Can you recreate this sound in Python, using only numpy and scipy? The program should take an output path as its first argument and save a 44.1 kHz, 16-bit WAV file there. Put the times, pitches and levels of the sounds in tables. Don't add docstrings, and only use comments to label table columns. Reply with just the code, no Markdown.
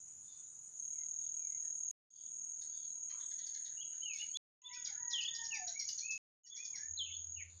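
import sys
import numpy as np
from scipy import signal
from scipy.io import wavfile
from scipy.ndimage import uniform_filter1d

SR = 44100
rng = np.random.default_rng(int(sys.argv[2]) if len(sys.argv) > 2 else 0)


def int16_out(signal):
    q = np.round(np.clip(np.atleast_2d(signal).T, -1, 1) * 32767)
    wavfile.write(sys.argv[1], SR, q.astype(np.int16))


def invert_db(level):
    return 10 ** (np.asarray(level, dtype=float) / 20)


N = 335160

# start t/s, end t/s, background level/dB, traffic rumble level/dB
TAKES = [
    (-1, 1.912, -80.5, -81),
    (2.104, 4.3717, -81, -86),
    (4.618, 6.178, -81, -80),
    (6.435, 7.7, -80, -84),
]
# main arrival t/s, last stroke t/s, stroke rate/Hz, carrier f/Hz, octave level/dB
TRILLS = [
    (.8054, 1.95, 38.987, 6640, 5),
    (2.1097, 4.4, 38.987, 6630, -3),
    (4.6199, 6.2, 38.88, 6660, -7),
    (6.4501, 7.44, 38.945, 6650, -5),
]
# delay/ms, level/dB, half width/ms
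ARRIVALS = [
    [(-.5, -0.5, 1.6), (4.0, -1.5, 2.2), (10.5, -8.5, 1.7), (17.5, -8.5, 1.2), (21.0, -16, 1.5)],
    [(-3.9, -4, 1.7), (0, 0, 1.4), (4.5, -3, 1.6), (13, -8, 1.6), (16.5, -7, 1.8)],
    [(-9.5, -10, 1.4), (-5.5, -4.5, 1.9), (.3, 0, 2.16), (5.5, -7, 1.9), (10.5, -11.5, 1.8)],
    [(.1, 0, 2.77), (7.2, -2.5, 1.2), (12.4, -9, 1.4), (18.2, -7, 1.5), (21.4, -7.5, 1.3)],
]
# t/s, level/dB
CRICKET_LEVEL = [(.8, -45.5), (1.1, -44), (1.75, -42), (1.9, -43), (2.1, -47.5), (3, -46), (5.4, -46),
                 (6.2, -46), (7.4, -48)]
# t/s, length/s, from f/Hz, to f/Hz, peak level/dB
FALLS = [(0.984, .085, 2130, 2027, -72), (1.63, 0.095, 1850, 1730, -75.5), (2.95, .1, 1020, 900, -81),
         (3.826, .011, 3250, 2550, -52.5), (4.67, 0.033, 3535, 3230, -57.5), (4.76, .07, 2520, 2150, -66.5),
         (7.097, .025, 2300, 2100, -69), (4.136, 0.049, 2320, 2150, -58), (4.868, .045, 2453, 1900, -59.5),
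         (4.912, .05, 1786, 1670, -68.5), (5.505, .082, 2996, 1900, -43), (5.563, .055, 897, 729, -57.5),
         (5.584, .155, 760.6, 660.6, -57), (5.791, 0.055, 2293, 2007, -54),
         (6.529, 0.032, 3480, 3050, -59.5), (6.731, .055, 2406, 1704, -57.5),
         (7.359, 0.042, 2960, 2510, -57), (4.04, .08, 3094, 2503, -47.5)]
# t/s, length/s, from f/Hz, to f/Hz, peak level/dB
RISES = [(4.013, 0.037, 2780, 3090, -49), (3.804, .025, 2880, 3320, -52.5), (4.181, .06, 2510, 2940, -44),
         (4.33, 0.068, 3000, 3531, -43), (4.363, .016, 3700, 4150, -46.5),
         (4.637, 0.049, 3250, 3550, -49.5), (4.958, 0.039, 1660, 1720, -60),
         (5.728, .08, 1950, 2310, -54.5), (6.013, .09, 2250, 2595, -49), (6.497, 0.043, 3280, 3466, -53.5),
         (6.565, .065, 2100, 2460, -56.5), (7.146, .016, 4000, 4290, -62), (6.963, 0.013, 3200, 3900, -62)]
# t/s, length/s, from f/Hz, to f/Hz, peak level/dB
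SLIDES = [
    (.94, .06, 2250, 2120, -81.5),
    (1.38, .13, 2540, 2070, -78),
    (3.16, .22, 7450, 8400, -69),
    (3.769, 0.043, 2810, 2970, -57.5),
    (4.06, 0.084, 2966, 2250, -49.5),
    (7.375, .062, 2750, 1760, -56),
    (4.7, 0.063, 2000, 2560, -62.5),
    (6.781, .11, 1647, 1862, -64),
]
# t/s, length/s, f/Hz, peak level/dB
PEEPS = [(.1, .5, 5230, -93), (.275, .07, 3630, -71), (.35, .11, 3580, -76), (.44, .075, 3880, -77.5),
         (.525, .06, 3870, -83), (6.62, .025, 3420, -64), (6.6, .11, 2470, -62), (6.52, .1, 3440, -58.5),
         (4.75, 0.033, 2520, -60), (4.93, .07, 1450, -71.5), (1.2, .11, 3640, -83), (2.14, 0.18, 3400, -85),
         (4.62, .22, 3900, -79), (4.762, .045, 1490, -63.5), (4.865, .08, 1480, -66), (4.9, .045, 825, -67),
         (5.14, .06, 625, -82.5), (5.685, 0.037, 1590, -70.5), (5.882, 0.041, 2920, -55),
         (6.438, .05, 2960, -73), (6.46, .04, 1920, -79), (6.05, .18, 2614, -46.5),
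         (1.495, 0.091, 2110, -76)]
# t/s, swoop level/dB, trill level/dB, trill growth/(dB/s), trill depth f/Hz, swoop head level/dB
WARBLES = [
    (5.113, -38, -42, -21, 310, -7.5),
    (6.973, -39, -65.5, 59.5, 270, -3),
]
# t after start/s, centre f/Hz, share of depth, level/dB
TRILL_PATH = [
    (.063, 3017, .1, 0),
    (.08, 2840, .55, 1),
    (.11, 2754, .95, -3),
    (.14, 3001, 1.1, -1),
    (.175, 3330, .8, 2.5),
    (.195, 3340, .6, -14.5),
]
# t/s, peak level/dB, throat f/Hz, chest level/dB, top level/dB
SCOLDS = [(4.7351, -43, 5460, -14, -54), (4.8516, -40.5, 4770, -5, -49), (5.1058, -37, 5860, -13, -51),
          (5.2134, -41, 4360, -16, -43.5), (5.347, -40.5, 5620, -20, -51), (5.441, -37, 5630, -26, -49),
          (5.5444, -36.5, 5800, -21, -45), (5.6764, -38.5, 5750, -16.5, -54),
          (5.7968, -33, 5650, -24, -39.5), (5.8844, -33, 6050, -21, -38), (5.9833, -37, 4400, -18.5, -42.5),
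          (6.11, -38, 5990, -23, -49), (6.4667, -51, 5600, -23, -43), (6.564, -42.5, 5640, -16.5, -51),
          (6.6478, -43.5, 6150, -23, -49), (6.7551, -40.5, 5740, -21.5, -51.5)]
# t/s, peak level/dB, throat f/Hz, chest level/dB, low level/dB
FAR_SCOLDS = [(2.614, -50.5, 4450, -12, -22), (3.0974, -50.5, 4140, -16.5, -15.5),
              (3.1986, -59.5, 3640, -4, -11.5), (3.3049, -54, 3530, -6, -13.5),
              (3.3862, -52.5, 4520, -8, -11), (3.4644, -48.5, 4570, -8.5, -20),
              (3.5444, -48.5, 4200, -7, -14.5), (3.6506, -47.5, 4270, -6.5, -20),
              (4.135, -51.5, 5100, -11, -30.5), (4.17, -48.5, 5500, -9, -30.5)]
# f/Hz, level/dB, f/Hz, level/dB
THROATS = [(3800, -3.5, 5100, -9), (6060, -3, 3230, -4), (5940, 0, 5170, -9), (5045, -5, 4440, -6),
           (5900, 0.5, 4110, -2), (5291, -2, 5980, -5), (5960, -4, 5180, -6), (3820, -0.5, 5960, -6),
           (4410, -2, 6500, -3.5), (4400, -2.5, 3600, -4), (4800, -7, 6030, -14), (5200, -0.5, 5820, -1.5),
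           (5380, -3.5, 4930, -6), (4880, -1.5, 6500, -4), (4890, 0.5, 4000, -7), (4940, -7.5, 4370, -10),
           (4790, -3, 3700, -12.5), (3900, -4, 4350, -6), (4400, -6, 4860, -8), (4800, -5.5, 5430, -8),
           (6100, 2, 5700, -2.5), (5350, -7, 4400, -11.5), (4650, -5, 3300, -17), (6100, -7, 5400, -14),
           (5510, -4, 4810, -10.5), (4300, -9, 5400, -9)]
# middle t/s, level/dB, low f/Hz, high f/Hz, half length/s
RUSTLES = [(0.33, -79.5, 3900, 5000, .07), (4.76, -63.5, 3350, 3600, .07), (1.24, -83, 3700, 5000, .07),
           (2.22, -75.5, 3120, 3800, 0.067), (2.197, -76.5, 4300, 5100, .06),
           (2.77, -71.5, 3310, 3820, .05), (2.76, -71.5, 4300, 4930, .045),
           (2.85, -72.5, 4350, 4600, 0.035), (2.84, -75, 3200, 3700, .03), (2.9, -78.5, 3800, 4150, 0.054),
           (2.72, -81.5, 1550, 1700, .03), (1.543, -78.5, 2000, 2400, .045), (1.28, -84, 2900, 3300, .02),
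           (.33, -76.5, 3450, 3700, .07), (1.24, -80.5, 3500, 3700, .04), (1.17, -87, 3800, 3950, .06),
           (7.122, -49, 2950, 3680, .007), (7.09, -55, 2700, 3500, .01), (7.44, -68, 2030, 2900, .045),
           (4.75, -70, 2550, 3100, .1), (3.72, -77.5, 1550, 2000, .06), (3.96, -76.5, 1500, 2200, .04),
           (6.8, -67.5, 1600, 2300, 0.044), (3.13, -70, 900, 2700, 0.033), (3.17, -70.5, 980, 1520, 0.052),
           (3.58, -74, 1600, 2000, .05), (3.42, -64.5, 3160, 4300, .035), (3.23, -66.5, 3140, 3900, .03),
           (4.22, -79, 1650, 1850, 0.055), (5.39, -58, 3000, 3680, .055), (6.66, -70, 3300, 3600, .04),
           (3.23, -78.5, 1300, 2200, 0.036), (3.96, -72, 1500, 5400, 0.022), (4.2, -61.5, 3300, 6000, .045),
           (4.17, -84, 11500, 14500, .02), (1.595, -78.5, 5150, 5260, .12), (6.75, -77.5, 800, 1200, .04),
           (4.9, -70.5, 1350, 2300, 0.09), (7.55, -76.5, 3530, 4700, .06)]
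# middle t/s, level/dB, low f/Hz, high f/Hz, half length/s
MORE_RUSTLES = [(3.121, -73.5, 1700, 2700, 0.027), (3.896, -68, 2740, 3140, 0.054),
                (4.23, -65.5, 2120, 2780, 0.052), (4.303, -76, 4300, 4550, .04), (5.058, -78, 1400, 1510, 0.053),
                (5.69, -70.5, 1490, 2200, 0.037), (6.588, -74.5, 1860, 2160, 0.047),
                (7.074, -54.5, 2600, 3000, 0.023), (7.139, -51.5, 3000, 3520, 0.013),
                (7.19, -68.5, 2870, 3720, 0.018), (7.401, -60.5, 2310, 2940, .015), (7.419, -60, 1870, 2500, .012)]
# middle t/s, half length/s, first partial level/dB, second level/dB
CROW_SWELLS = [(4.715, 0.062, -71, -86), (4.761, 0.039, -73, -63.5), (4.87, .06, -83, -72.5),
               (5.07, 0.063, -66, -67.5), (5.136, .05, -74.5, -57.5), (5.23, .05, -85, -67),
               (5.35, .05, -83, -60.5), (5.423, 0.032, -66, -57), (5.507, .035, -69.5, -63),
               (5.582, .04, -67, -55)]
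# chorus, katydid and hiss level/dB, katydid throb top t/s, steady insect level/dB
INSECTS = [
    (-53.5, -72.5, -83.5, .67, -79.5),
    (-57, -75.5, -90.5, 2.23, -75),
    (-57.5, -88.5, -95, 4.7, -85.5),
    (-60.5, -88, -96.5, 5.6, -87),
]
# f/Hz, density level/dB
BACKGROUND_COLOUR = [(150, -2.5), (500, -13), (800, -13), (1400, -13), (2170, -19.5), (3460, -17),
                     (5000, -19.5), (6500, -48)]
# t/s, f/Hz, level/dB
MOTOR_HUM = [
    (6.8, 82.4, -85.5),
    (6.888, 83, -65.5),
    (7.03, 83.2, -66.5),
    (7.284, 85.2, -62.5),
    (7.6, 85, -60.5),
]
# low f/Hz, high f/Hz, level under the cricket/dB
DROPOUT_BANDS = [
    (7300, 7620, -42.5),
    (7620, 8250, -45),
    (9160, 9750, -50),
]


def rms_one(x):
    return x / np.sqrt(np.mean(x ** 2) + 1e-20)


def band(x, low_hz, high_hz, order=4):
    return signal.sosfilt(signal.butter(order, [low_hz, high_hz], "band", fs=SR, output="sos"), x)


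def drift(rate, at=slice(None)):
    r = np.exp(-80 * np.pi * rate / SR)
    slow = signal.lfilter([1], [1, -2 * r, r * r], rng.standard_normal(N // 40 + 2002))[2000:]
    return np.interp(np.arange(N)[at] / 40, np.arange(len(slow)), rms_one(slow))


def in_time(rows):
    s, *columns = np.transpose(rows)
    return [np.interp(np.arange(N) / SR, s, c) for c in columns]


def per_take(rows):
    take = np.searchsorted(np.array(TAKES)[:, 0], np.arange(N) / SR) - 1
    return np.array(rows)[take].T


def scatter(x, t60_s):
    t = np.arange(SR // 2) / SR
    near = invert_db(-60 * t / t60_s - (t / .07) ** 4)
    far = invert_db(-25 - 60 * t / 1)
    tail = rng.standard_normal(len(t)) * (near + far) * np.minimum(t / 0.0089, 1)
    return signal.fftconvolve(x, tail / np.linalg.norm(tail))[:N]


def voice(rows, flutter_db, edge_s=0.0033):
    s, *columns = np.transpose(rows)
    at = np.arange(max(round(s[0] * SR), 0), min(round(s[-1] * SR), N))
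    hz, *levels = [np.interp(at / SR, s, c) for c in columns]
    phase = 2 * np.pi * np.cumsum(hz) / SR
    ends = np.clip(np.minimum(at - at[0], at[-1] - at) / (edge_s * SR), 0, 1)
    partials = sum(invert_db(db + flutter_db[at]) * np.sin((k + 1) * phase) for k, db in enumerate(levels))
    out = np.zeros(N)
    out[at] = np.sqrt(2) * ends * partials
    return out


def cricket(wander=.9, uneven_db=1.74, octave_db=-99):
    sweep_hz, sweep_top_turns = 65.4, .71
    warm_up_hz, warm_up_s = 130, .05
    early_turns = .25
    seconds, out = np.arange(N) / SR, np.zeros(N)
    level_db, = in_time(CRICKET_LEVEL)
    takes = np.searchsorted(np.array(TAKES)[1:, 0] * SR, np.arange(N))
    for take, ((first, last, rate, hz, _), arrivals) in enumerate(zip(TRILLS, ARRIVALS)):
        on = takes == take
        t = seconds[on]
        warming = np.exp(-np.abs(t - TRILLS[0][0]) / warm_up_s)
        turns = (t - first) * rate + 0.011 * drift(6, on) + early_turns * warming
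        sweep = sweep_hz * np.cos(2 * np.pi * (turns - sweep_top_turns))
        phase = 2 * np.pi * np.cumsum(hz - warm_up_hz * warming + sweep) / SR + wander * drift(9, on)
        stroke = 0
        for k, (delay_ms, db, width_ms) in enumerate(arrivals):
            apart_ms = ((turns - delay_ms * rate / 1000 + .5) % 1 - .5) * 1000 / rate
            shape = invert_db(db + uneven_db * drift(25, on)) * np.exp(-(apart_ms / width_ms) ** 2 / 2)
            stroke = stroke + shape * np.sin(phase - 2.51 * k + .45 * drift(20, on))
        sounding = np.clip(np.minimum(t - first + .017, last - t) / .004, 0, 1)
        out[on] = rms_one(stroke) * sounding
    out += invert_db(-13) * scatter(out, .12)
    doubled = invert_db(level_db) * out * (out + .4 * rng.standard_normal(N))
    octave = rms_one(band(doubled, 13150, 13550))
    return invert_db(level_db) * out + invert_db(octave_db + per_take(TRILLS)[-1]) * octave


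def whistle(s, length_s, from_hz, to_hz, db, shape):
    top, start_db, end_db, settle = shape
    u = np.linspace(0, 1, 25)
    swell_curve = 1.62
    before_db = start_db * np.abs(1 - u / top) ** swell_curve
    after_db = end_db * np.abs((u - top) / (1 - top)) ** swell_curve
    hz = to_hz + (from_hz - to_hz) * (1 - u) ** settle
    return np.transpose([s + length_s * u, hz, db - np.where(u < top, before_db, after_db)])


def warble(s, swoop_db, trill_db, growth_db, depth_hz, head_db):
    from_hz, to_hz, settle_s, swoop_s = 4150, 3080, .025, .063
    break_s, break_db, break_half_s = .015, 10, 0.0035
    at, *path = np.transpose(TRILL_PATH)
    t = np.arange(0, at[-1], 1 / 1000)
    centre_hz, share, db = [np.interp(t, at, c) for c in path]
    swoop_hz = to_hz + (from_hz - to_hz) * np.exp(-(t / settle_s) ** 1.9)
    swing = share * np.cos(2 * np.pi * 33.5 * (t - .084))
    trill_hz = centre_hz + depth_hz * swing
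    voice_break = break_db * np.exp(-((t - break_s) / break_half_s) ** 2)
    swoop_db = swoop_db + head_db * np.exp(-(t / .02) ** 4) - voice_break - 60 * t
    trill_db = trill_db + db + growth_db * (t - swoop_s) + 4 * swing
    over = np.clip((t - swoop_s) / .007 + .5, 0, 1)
    return np.transpose([s + t, swoop_hz + over * (trill_hz - swoop_hz),
                         swoop_db + over * (trill_db - swoop_db)])


def songbirds():
    fall_shape, rise_shape = (.28, 16, 24, 1.05), (0.6, 24, 10, 2.8)
    slide_shape, peep_shape = (.66, 7.6, 16, .85), (.35, 17, 20, 1.1)
    peep_sag = .012
    flutter_db = 2.1 * drift(50)
    notes = [whistle(*row, fall_shape) for row in FALLS]
    notes += [whistle(*row, rise_shape) for row in RISES]
    notes += [whistle(*row, slide_shape) for row in SLIDES]
    notes += [whistle(s, length_s, hz, hz * (1 - peep_sag), db, peep_shape) for s, length_s, hz, db in PEEPS]
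    notes += [warble(*row) for row in WARBLES]
    return sum(voice(note, flutter_db) for note in notes)


def scolding(pulse_hz=400, jitter=.022, droop=.8, breath=.05, length_s=0.044):
    wide_db, spill_db = -1, -16
    peak_db, peak_half_hz, peak_s = 5, 130, .017
    grain_db = 3.5
    opening_s_per_khz = 0.0035
    near_low_db, far_top_db = -36, -43
    out = np.zeros(N + SR)
    t = np.arange(SR // 8) / SR
    fading = np.exp(-(t / length_s) ** 2.6)
    bursts = [(*row, far_top_db) for row in FAR_SCOLDS]
    bursts += [(*row[:-1], near_low_db, row[-1]) for row in SCOLDS]
    for (s, db, hz, chest_db, low_db, top_db), (hz2, db2, hz3, db3) in zip(bursts, THROATS):
        steps = rng.standard_normal(len(t) // 100 + 2).repeat(100)
        wobble = .05 * steps[-1] + jitter * steps[:len(t)] - droop * t
        turns = np.cumsum(pulse_hz * (1 + wobble)) / SR
        pulses = np.diff(np.floor(turns), prepend=0) * invert_db(grain_db * steps[1:len(t) + 1])
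        source = pulses + breath * rng.standard_normal(len(t))
        peaks = [(peak_db + side_db - t / peak_s * 4.3, peak_hz - peak_half_hz, peak_hz + peak_half_hz)
                 for peak_hz, side_db in ((hz, 0), (hz2, db2), (hz3, db3))]
        parts = [(wide_db - 3, 5250, 6250), (wide_db - 5.0, 4300, 5250), (chest_db + 3.5, 3200, 4200),
                 (low_db + 5.5, 1640, 1860), (low_db + 5, 1930, 2180), (top_db + 6, 11300, 14200),
                 (spill_db - 10, 2250, 3300), (spill_db - 7.5, 3300, 4300), (spill_db - 13, 7200, 9200)]
        at = round((s - .0095) * SR)
        for part_db, low, high in peaks + parts:
            late_s = opening_s_per_khz * np.clip(5.6 - low / 1000, 0, 2.4)
            rising = np.clip((t - late_s) / .009, 0, 1) ** 1.3
            rasp = rms_one(band(source, low, high, order=3))
            out[at:at + len(t)] += invert_db(db - 12.5 + part_db) * rising * fading * rasp
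    return out[:N]


def rustles():
    grain, out = rng.standard_normal(N) * invert_db(3 * drift(50)), np.zeros(N)
    for s, db, low_hz, high_hz, half_s in RUSTLES + MORE_RUSTLES:
        at = np.arange(max(round((s - 2 * half_s) * SR), 0), min(round((s + 2 * half_s) * SR), N))
        swell = np.exp(-((at / SR - s) / half_s) ** 2)
        out[at] += invert_db(db) * swell * rms_one(band(grain[at], low_hz, high_hz))
    return out


def crow():
    start_s, end_s, floor_db = 4.62, 5.74, -94
    s = np.arange(start_s, end_s, 1 / 200)
    since = s - s[0]
    hz = 972.7 + 35 * np.exp(-since / .07) - 89.9 * since ** 2.3
    swells = sum(invert_db(np.array(db))[:, None] * np.exp(-((s - middle) / half_s) ** 2)
                 for middle, half_s, *db in CROW_SWELLS)
    levels_db = 20 * np.log10(swells + invert_db(floor_db)) + 1.5
    return voice(np.transpose([s, hz, *levels_db]), 3.2 * drift(28))


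def far_insects():
    t = np.arange(N) / SR
    chorus_db, katydid_db, hiss_db, throb_s, steady_db = per_take(INSECTS)
    clicks = rng.standard_normal(N) * invert_db(1.6 * drift(60))
    chorus = band(clicks, 6700, 7068) + invert_db(-6) * band(clicks, 6250, 6750)
    chorus += invert_db(-23) * band(clicks, 5800, 6250, order=3) + invert_db(-31) * band(clicks, 5150, 5800, order=3)
    throb = invert_db(5.5 * np.cos(2 * np.pi * 7.15 * (t - throb_s)))
    throb *= invert_db(3 * np.cos(2 * np.pi * 117 * t + 1.4 * drift(3)))
    rasp = band(rng.standard_normal(N), 7750, 9000) + 1.4 * band(clicks, 8300, 8700, order=2)
    katydid = rms_one(throb * rasp)
    white = rng.standard_normal(N) * invert_db(1.3 * drift(8))
    steady = rms_one(invert_db(3.5 * drift(8.3) + 2.3 * drift(30)) * band(white, 8300, 9050))
    low_hiss = invert_db(3 * drift(25)) * band(white, 9700, 10300) + invert_db(3 * drift(25)) * band(white, 10300, 10900)
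    high_hiss = band(white, 11000, 16500) + 2.2 * band(white, 14500, 15700)
    hiss = rms_one(low_hiss) + invert_db(-9.5) * rms_one(high_hiss)
    insects = invert_db(chorus_db) * rms_one(chorus) + invert_db(katydid_db) * katydid
    return insects + invert_db(hiss_db) * hiss + invert_db(steady_db) * steady


def background(level_db, rumble_db):
    edges = 150 * 2 ** np.arange(0, 5.6, .5)
    white, air = rng.standard_normal((2, N)), 0
    hz_points, db_points = np.transpose(BACKGROUND_COLOUR)
    for k, (low, high) in enumerate(zip(edges, edges[1:])):
        db = np.interp(np.log(low * high) / 2, np.log(hz_points), db_points)
        air = air + invert_db(db + 1.8 * drift(7)) * band(white[k % 2], low, high, order=2)
    rumble = invert_db(rumble_db + 2.5 * drift(6)) * rms_one(band(rng.standard_normal(N), 64, 150, order=2))
    beat_db = 4 * np.cos(2 * np.pi * 10.9 * (np.arange(N) / SR - 7.2))
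    hum = voice(MOTOR_HUM, 1.5 * drift(8) - 1.5 + beat_db, edge_s=.03)
    return invert_db(level_db) * rms_one(air) + rumble + hum


def dropouts(x):
    hz, _, frames = signal.stft(x, SR, nperseg=1024)
    power = uniform_filter1d(np.abs(frames) ** 2, size=3)
    loud = power[(hz > 6200) & (hz < 7100)].sum(axis=0)
    for low_hz, high_hz, under_db in DROPOUT_BANDS:
        rows = (hz > low_hz) & (hz <= high_hz)
        frames[rows] = frames[rows] * (power[rows].sum(axis=0) > invert_db(2 * under_db) * loud)
    return signal.istft(frames, SR, nperseg=1024)[1][:N]


def scene():
    start, _, background_db, rumble_db = per_take(TAKES)
    song, scold, rooster = songbirds(), scolding() + rustles(), crow()
    tails = invert_db(-5) * scatter(song + invert_db(-9.5) * rooster, .3)
    tails += invert_db(-3) * scatter(scold, .33)
    fade_in_s = .25
    fade = np.clip((np.arange(N) / SR - start) / fade_in_s + 0.054, 0, 1)
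    steady = cricket() + far_insects() + background(background_db, rumble_db)
    return (song + rooster + scold + fade * (tails + steady))[None]


def top_cut(x):
    return signal.sosfilt(signal.butter(12, 15700, fs=SR, output="sos"), x)


def record(dry):
    end = per_take(TAKES)[1]
    gate = np.arange(N) / SR < end
    low_pass = signal.cheby2(10, 60, 15900, fs=SR, output="sos")
    mix = signal.sosfilt(low_pass, dropouts(dry[0])[None] * gate)
    return top_cut(mix)


dry = scene()
out = record(dry)
int16_out(out)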